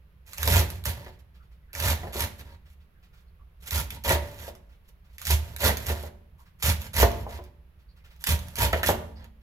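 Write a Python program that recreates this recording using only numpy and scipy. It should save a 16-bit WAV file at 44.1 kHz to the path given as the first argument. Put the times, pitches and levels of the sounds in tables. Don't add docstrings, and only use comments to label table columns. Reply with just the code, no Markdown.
import sys
import numpy as np
from scipy import signal
from scipy.fft import rfft, irfft
from scipy.io import wavfile
from scipy.ndimage import uniform_filter1d

SR = 44100
rng = np.random.default_rng(int(sys.argv[2]) if len(sys.argv) > 2 else 0)


def to_wav(s):
    ch = np.atleast_2d(s).T
    pcm = np.round(np.clip(ch, -1, 1) * 32767)
    wavfile.write(sys.argv[1], SR, pcm.astype(np.int16))


N = 415422

# frequency in Hz, spectral level in dB.
ROOM_SPECTRUM = [(20, -11.5), (40, -4.5), (63, 3), (107, -17), (172, -14), (260, -34.5), (400, -30),
                 (520, -31), (750, -36.5), (1100, -35), (2600, -39.5), (4400, -48.5), (8200, -60.5),
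                 (11500, -47.5), (16000, -54.5)]
# frequency in Hz, correlation of left and right.
COHERENCE = [(100, .99), (250, .72), (500, .4), (1000, .05), (8000, 0)]
# frequency in Hz, spectral level in dB.
TOUCH_SPECTRUM = [(200, -16), (700, -5.5), (1600, 0.5), (4000, -4.5), (8000, -16.5), (14000, -16)]
# start in seconds, length in seconds, crackle level in dB, pulp level in dB.
BLADE_DRAGS = [(0.256, .115, -54.5, -62.5), (0.67, 0.11, -55.5, -55.5), (0.94, 0.15, -63, -50),
               (1.184, .012, -59, -65.5), (1.97, .13, -61, -51.5), (2.375, 0.032, -51.5, -47.5),
               (2.43, 0.11, -70, -56), (2.68, 0.053, -68, -83), (3.199, .012, -67.5, -76.5),
               (3.6, 0.087, -57, -61.5), (3.657, 0.022, -40, -55.5), (3.903, 0.059, -50, -48),
               (4.21, 0.18, -56, -53.5), (4.38, 0.11, -49.5, -48.5), (4.873, .015, -60.5, -64.5),
               (5.119, .04, -67, -68), (5.183, 0.096, -50.5, -60.5), (5.41, 0.13, -58.5, -53),
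               (5.77, 0.12, -48.5, -51), (5.94, 0.13, -53, -49), (6.375, .05, -67, -70),
               (6.585, .04, -54, -68), (6.79, .08, -49, -50), (7.12, 0.11, -56.5, -51.5),
               (7.27, .1, -54.5, -46.5), (8.19, 0.059, -54, -63), (8.4, .14, -59, -56),
               (8.72, 0.074, -46.5, -40), (9.15, 0.1, -83, -55)]
# start in seconds, length in seconds, build-up in dB,
# crackle level in dB, pulp level in dB, level of the counter's boom in dB.
BLADE_CUTS = [(0.372, 0.22, 19, -26.5, -29, -17), (0.848, 0.044, -1, -35.5, -37.5, -28.5),
              (1.728, 0.18, 18.5, -29.5, -30, -23.5), (2.123, 0.11, 9, -34.5, -34.5, -31),
              (3.704, 0.088, 3, -32, -37, -25.5), (4.035, 0.089, 8.5, -29, -25.5, -22.5),
              (5.249, 0.078, 17, -28, -40.5, -18), (5.582, .09, 21, -24.5, -23, -21),
              (5.86, 0.049, 1.5, -37.5, -36, -29.5), (6.622, 0.072, 4.5, -26.5, -32.5, -20.5),
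              (6.931, 0.088, 16.5, -24.5, -24.5, -17), (8.263, 0.053, 3, -28, -34, -20),
              (8.56, 0.078, 14.5, -27, -25.5, -20.5), (8.83, 0.057, 10, -27.5, -33, -27.5)]
# frequency in Hz, spectral level in dB.
CRISP_SPECTRUM = [(200, -31), (900, -4.5), (2000, 4), (3000, 3), (4000, 1.5), (4900, -2), (5700, -0.5),
                  (7200, -0.5), (8400, -5.5), (9600, -2), (11500, 2), (13000, -1), (14500, -1),
                  (16000, -18)]
# frequency in Hz, spectral level in dB.
PULP_SPECTRUM = [(60, -20.5), (150, -3), (230, 3.5), (310, -12.5), (400, -4), (550, 0), (750, -1.5),
                 (950, -1), (1300, -8), (1800, -2), (2500, -11.5), (4000, -9), (9000, -30.5)]
# frequency in Hz, level in dB, time to decay by 60 dB in seconds.
BOARD_MODES = [(171.7, -8.5, .38), (221.6, -11.5, 1), (366.4, 0, 0.46), (431, 0.5, 0.082), (509, -14, 0.3),
               (579, -5.5, 0.46), (645, -9.5, 0.16), (686, -8.5, 0.55), (881, -12.5, 0.51),
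               (941.4, 1, 0.18), (1040, -15.5, 0.13), (1420, -22.5, .25), (1750, -18.5, 0.17),
               (2020, -18, .2), (2030, -20.5, 0.28)]
# frequency in Hz, spectral level in dB.
COUNTER_SPECTRUM = [(20, -43), (42, -28), (54, -12), (65, -3.5), (75, 0.5), (87, -6), (110, -18),
                    (170, -24.5), (300, -44.5), (1000, -86)]
# start in seconds, level in dB.
RIB_SNAPS = [(0.333, -25.5), (0.3818, -23), (0.4304, -13.5), (0.4759, -10), (0.7019, -24), (0.8394, -31.5),
             (0.855, -16), (1.7312, -32), (1.751, -24), (1.8009, -18.5), (2.2061, -13.5), (2.221, -16.5),
             (3.7082, -19.5), (3.905, -23.5), (4.0926, -12), (4.5514, -39.5), (5.182, -31), (5.216, -24),
             (5.2527, -18), (5.2693, -14.5), (5.307, -10.5), (5.5631, -24), (5.6039, -24), (5.7703, -18.5),
             (5.8668, -21), (6.0272, -35), (6.625, -16.5), (6.818, -28.5), (6.9651, -17.5), (7.116, -28.5),
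             (7.439, -43.5), (8.163, -51), (8.24, -17), (8.2708, -14.5), (8.3908, -29), (8.4837, -34.5),
             (8.556, -23.5), (8.585, -19), (8.729, -20.5), (8.831, -19.5), (8.8857, -15.5), (9.243, -43)]
# start in seconds, level in dB, pitch of the blow in Hz, weight of the clack in dB.
BLADE_KNOCKS = [(0.475, -18.5, 972, -11), (0.557, -18, 422, -15.5), (0.607, -23.5, 407, -16.5),
                (1.063, -35.5, 456, -8), (2.032, -24.5, 513, -15), (2.07, -28.5, 432, -15),
                (2.155, -26.5, 376, -19), (4.106, -13.5, 570, -7), (4.15, -20.5, 300, -11.5),
                (4.479, -29.5, 581, -26), (5.303, -21.5, 940, -13.5), (5.632, -18, 853, -8),
                (5.691, -18.5, 589, -3.5), (5.899, -21.5, 687, -8.5), (6.033, -28, 380, -27),
                (7.027, -5.5, 780, -13), (7.265, -27.5, 860, -27), (7.388, -32, 391, -21),
                (8.731, -13, 530, -4), (8.831, -26.5, 666, 8), (8.889, -8, 900, -15)]
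# frequency in Hz, spectral level in dB.
CLACK_SPECTRUM = [(200, -22.5), (800, -28), (1300, -4), (1900, 6), (2300, -5), (2900, -4.5), (6000, -29.5),
                  (16000, -51.5)]
# frequency in Hz, spectral level in dB.
JUDDER_SPECTRUM = [(80, -13.5), (170, -5), (240, -5.5), (310, -9.5), (400, -1.5), (600, 2), (800, -4.5),
                   (1000, -6), (1400, -19.5), (4000, -41.5)]
# start in seconds, level in dB, pitch of the squeak in Hz.
LEAF_SQUEAKS = [(1.39, -56.5, 1302), (1.62, -70.5, 2030), (1.68, -59, 1600), (2.94, -65, 1610),
                (3.26, -73, 4250), (3.39, -58, 1129), (6.38, -55.5, 1024), (6.585, -61.5, 2155),
                (7.88, -64.5, 4340), (7.98, -65.5, 2196), (9.15, -56, 4650)]
# frequency in Hz, time to decay by 60 dB in seconds.
REVERB_TIMES = [(70, 0.96), (170, 1), (400, 0.57), (1000, 0.58), (2800, 0.47), (7000, .48), (15000, 0.53)]
# frequency in Hz, spectral level in dB.
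TAIL_SPECTRUM = [(70, -12.5), (250, -7), (700, -8), (3000, -6), (14000, -14.5)]
# frequency in Hz, left minus right in dB.
LEFT_SHADE = [(60, -2.5), (400, 0), (1500, -2), (5000, -3.5), (9000, -3), (14000, -10)]


def amp(db):
    return 10 ** (np.asarray(db) / 20)


def unit(x):
    return x / np.sqrt(np.mean(x ** 2) + 1e-20)


def read(points, hz):
    f, value = np.transpose(points)
    return np.interp(np.log(hz + 1), np.log(f + 1), value)


def add(mix, start_s, sound):
    part = mix[max(round(start_s * SR), 0):][:len(sound)]
    part += sound[:len(part)]


def convolve(x, response):
    return signal.fftconvolve(x, response)[:len(x)]


def colour(x, spectrum, size=8192):
    log_gain = np.log(amp(read(spectrum, abs(np.fft.fftfreq(size, 1 / SR)))))
    transfer = np.exp(np.conj(signal.hilbert(log_gain)))
    return convolve(x, np.fft.ifft(transfer).real[:size // 2])


def steady(x, seconds):
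    power = uniform_filter1d(x ** 2, max(int(seconds * SR), 1))
    return x / np.sqrt(abs(power) + 1e-12)


def diffuse(pair):
    size = pair.shape[1]
    left, other = rfft(pair)
    same = np.clip(read(COHERENCE, np.fft.rfftfreq(size, 1 / SR)), -1, 1)
    right = same * left + np.sqrt(1 - same ** 2) * other
    return irfft(np.array([left, right]), size)


def room_tone(level_db=-52.5):
    noise = diffuse(rng.standard_normal((2, N)))
    gain = amp(read(ROOM_SPECTRUM, np.fft.rfftfreq(N, 1 / SR)))
    return amp(level_db) * unit(irfft(rfft(noise) * gain, N))


def handling(touches_per_s=7, spread_db=4, touch_s=0.014):
    strength = amp(spread_db * np.minimum(rng.exponential(1, N), 2))
    touches = strength * (rng.random(N) < touches_per_s / SR)
    t = np.arange(SR // 8) / SR
    swell = convolve(touches, t / touch_s * np.exp(1 - t / touch_s))
    return amp(-76) * swell * unit(colour(rng.standard_normal(N), TOUCH_SPECTRUM))


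def drag_shape(length_s, attack_s=0.018, release_s=0.014):
    t = np.arange(0, length_s + release_s, 1 / SR)
    return np.minimum(t / attack_s, 1) * np.minimum((t[-1] - t) / release_s, 1)


def cut_shape(length_s, build_db, fall_db_per_s, bite_s=0.0044, build_share=0.7):
    t = np.arange(0, length_s + 0.2, 1 / SR)
    slack = np.maximum(1 - t / (build_share * length_s), 0)
    fall_db = fall_db_per_s * np.maximum(t - length_s, 0)
    return np.minimum(t / bite_s, 1) * amp(-build_db * slack - fall_db)


def blade_drive(layer, lag_s, fall_db_per_s, drag_shake_db=6):
    drive = np.zeros(N)
    for start_s, length_s, build_db, crisp_db, pulp_db, boom_db in BLADE_CUTS:
        db = {"crisp": crisp_db, "pulp": pulp_db, "boom": boom_db}[layer]
        add(drive, start_s + lag_s, amp(db) * cut_shape(length_s, build_db, fall_db_per_s))
    for start_s, length_s, crisp_db, pulp_db in BLADE_DRAGS:
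        db = {"crisp": crisp_db, "pulp": pulp_db, "boom": pulp_db + drag_shake_db}[layer]
        add(drive, start_s + lag_s, amp(db) * drag_shape(length_s))
    return drive


def tears(count, tear_s, size=160):
    t = np.arange(size) / SR
    cracks = rng.standard_normal((count, size)) * t * np.exp(-2 * t / tear_s)
    return cracks / np.linalg.norm(cracks, axis=1, keepdims=True)


def crunch(cells_per_s=2200, spread_db=5, clump_db=2.5, clump_s=0.0053):
    clumps = unit(uniform_filter1d(rng.standard_normal(N), int(clump_s * SR)))
    cell_db = spread_db * np.minimum(rng.exponential(1, N), 2.5)
    strength = amp(cell_db + clump_db * np.clip(clumps, -1.6, 1.6))
    bursts = strength * rng.choice([-1, 1], N) * (rng.random(N) < cells_per_s / SR)
    onsets = np.flatnonzero(bursts)
    cracks = bursts[onsets, None] * tears(len(onsets), tear_s=0.00065)
    positions = onsets[:, None] + np.arange(cracks.shape[1])
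    crackle = np.bincount(positions.ravel(), cracks.ravel(), N)[:N]
    crisp = steady(colour(crackle, CRISP_SPECTRUM), seconds=0.038)
    crisp *= blade_drive("crisp", lag_s=0, fall_db_per_s=380.5)
    pulp = steady(colour(bursts, PULP_SPECTRUM), seconds=0.03)
    pulp *= blade_drive("pulp", lag_s=0.007, fall_db_per_s=300)
    return amp(-3.5) * crisp + amp(-7) * board(pulp, ring_db=-52.5)


def board(force, ring_db):
    t = np.arange(SR // 2) / SR
    ring = sum(amp(db - 60 * t / t60) * np.cos(2 * np.pi * hz * t) for hz, db, t60 in BOARD_MODES)
    return force + amp(ring_db) * convolve(force, ring)


def counter():
    shake = steady(colour(rng.standard_normal(N), COUNTER_SPECTRUM), seconds=0.034)
    return amp(-2) * shake * blade_drive("boom", lag_s=0.016, fall_db_per_s=329.5)


def snaps():
    pulses = np.zeros(N)
    for (start_s, db), tear in zip(RIB_SNAPS, tears(len(RIB_SNAPS), tear_s=0.0012)):
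        add(pulses, start_s, amp(db) * tear)
    return amp(11) * colour(pulses, CRISP_SPECTRUM)


def knocks(rise_s=0.0017, blow_s=0.0024, clack_s=0.0081, judder_s=0.025, boom_hz=72, boom_s=0.02):
    wood, boom = np.zeros((2, N))
    t = np.arange(SR // 4) / SR
    shove = np.sin(2 * np.pi * boom_hz * t) * t / boom_s * np.exp(1 - 2 * t / boom_s)
    for start_s, db, hz, clack_db in BLADE_KNOCKS:
        clack_noise, judder_noise = rng.standard_normal((2, len(t)))
        blow = np.sin(2 * np.pi * hz * t) * np.exp(-t / blow_s) * (1 - np.exp(-t / rise_s))
        clack = colour(clack_noise * np.exp(-t / clack_s), CLACK_SPECTRUM)
        clack *= amp(clack_db + 17.5) / np.linalg.norm(clack)
        judder = steady(colour(judder_noise, JUDDER_SPECTRUM), seconds=0.017) * np.exp(-t / judder_s)
        add(wood, start_s, amp(db) * (blow + clack + amp(-13) * judder))
        add(boom, start_s, amp(db) * shove)
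    return board(wood, ring_db=-54) + amp(-5) * boom


def rubs(rub_s=0.048, log_bandwidth=0.16):
    squeaks = np.zeros(N)
    t = np.arange(SR // 4) / SR
    swell = np.sin(np.pi * np.minimum(t / rub_s, 1))
    edge_ratio = np.exp(log_bandwidth / 2)
    for start_s, db, hz in LEAF_SQUEAKS:
        slips = rng.standard_normal(len(t))
        band = signal.butter(2, [hz / edge_ratio, hz * edge_ratio], "band", fs=SR, output="sos")
        add(squeaks, start_s, amp(db) * swell * unit(signal.sosfilt(band, slips)))
    return amp(-9.5) * squeaks


def echoes(near_db, near_t60=0.12, gap_s=0.0012, late_db=-22, build_s=0.017, left_lag_samples=7):
    scatter = rng.standard_normal((2, SR)) * (rng.random((2, SR)) < 0.15)
    hz, frame_s, spectra = signal.stft(scatter, SR, nperseg=256)
    tail_db = read(TAIL_SPECTRUM, hz)[:, None] - 60 * frame_s / read(REVERB_TIMES, hz)[:, None]
    late = signal.istft(spectra * amp(tail_db), SR, nperseg=256)[1]
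    t = np.arange(late.shape[1]) / SR
    near = rng.standard_normal(late.shape) * amp(-60 * t / near_t60) * (t > gap_s)
    near /= np.linalg.norm(near, axis=1, keepdims=True)
    response = diffuse(amp(near_db) * near + amp(late_db) * late * (1 - np.exp(-t / build_s)))
    response *= np.clip((t[-1] - t) / 0.1, 0, 1)
    response[0, left_lag_samples] += 1
    response[1, 0] += 1
    return response


def kitchen(x, near_db, sway_s, places):
    turn = np.arange(N) / SR / sway_s
    out = np.zeros((2, N))
    for k in range(places):
        away = places * abs((turn + k / places) % 1 - 0.5)
        share = np.cos(np.pi / 2 * np.minimum(away, 1))
        out += signal.oaconvolve((x * share)[None], echoes(near_db), axes=1)[:, :N]
    return out


def scene(low_cut_hz=48):
    leaves = kitchen(crunch() + rubs() + handling(), near_db=2, sway_s=0.017, places=4)
    ribs = kitchen(snaps(), near_db=0, sway_s=0.037, places=2)
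    wood = kitchen(knocks(), near_db=-2.5, sway_s=1.1, places=3)
    boom = signal.oaconvolve(counter()[None], echoes(near_db=-8), axes=1)[:, :N]
    low_cut = signal.butter(2, low_cut_hz, "high", fs=SR, output="sos")
    return room_tone() + signal.sosfilt(low_cut, leaves + ribs + wood + boom)


def record(dry):
    shade_db = read(LEFT_SHADE, np.fft.rfftfreq(N, 1 / SR))
    pair = irfft(rfft(dry) * amp([shade_db / 2, -shade_db / 2]), N)
    low_pass = signal.firwin(301, cutoff=16200, window=("kaiser", 8), fs=SR)
    return signal.oaconvolve(pair, low_pass[None], "same")


dry = scene()
out = record(dry)
to_wav(out)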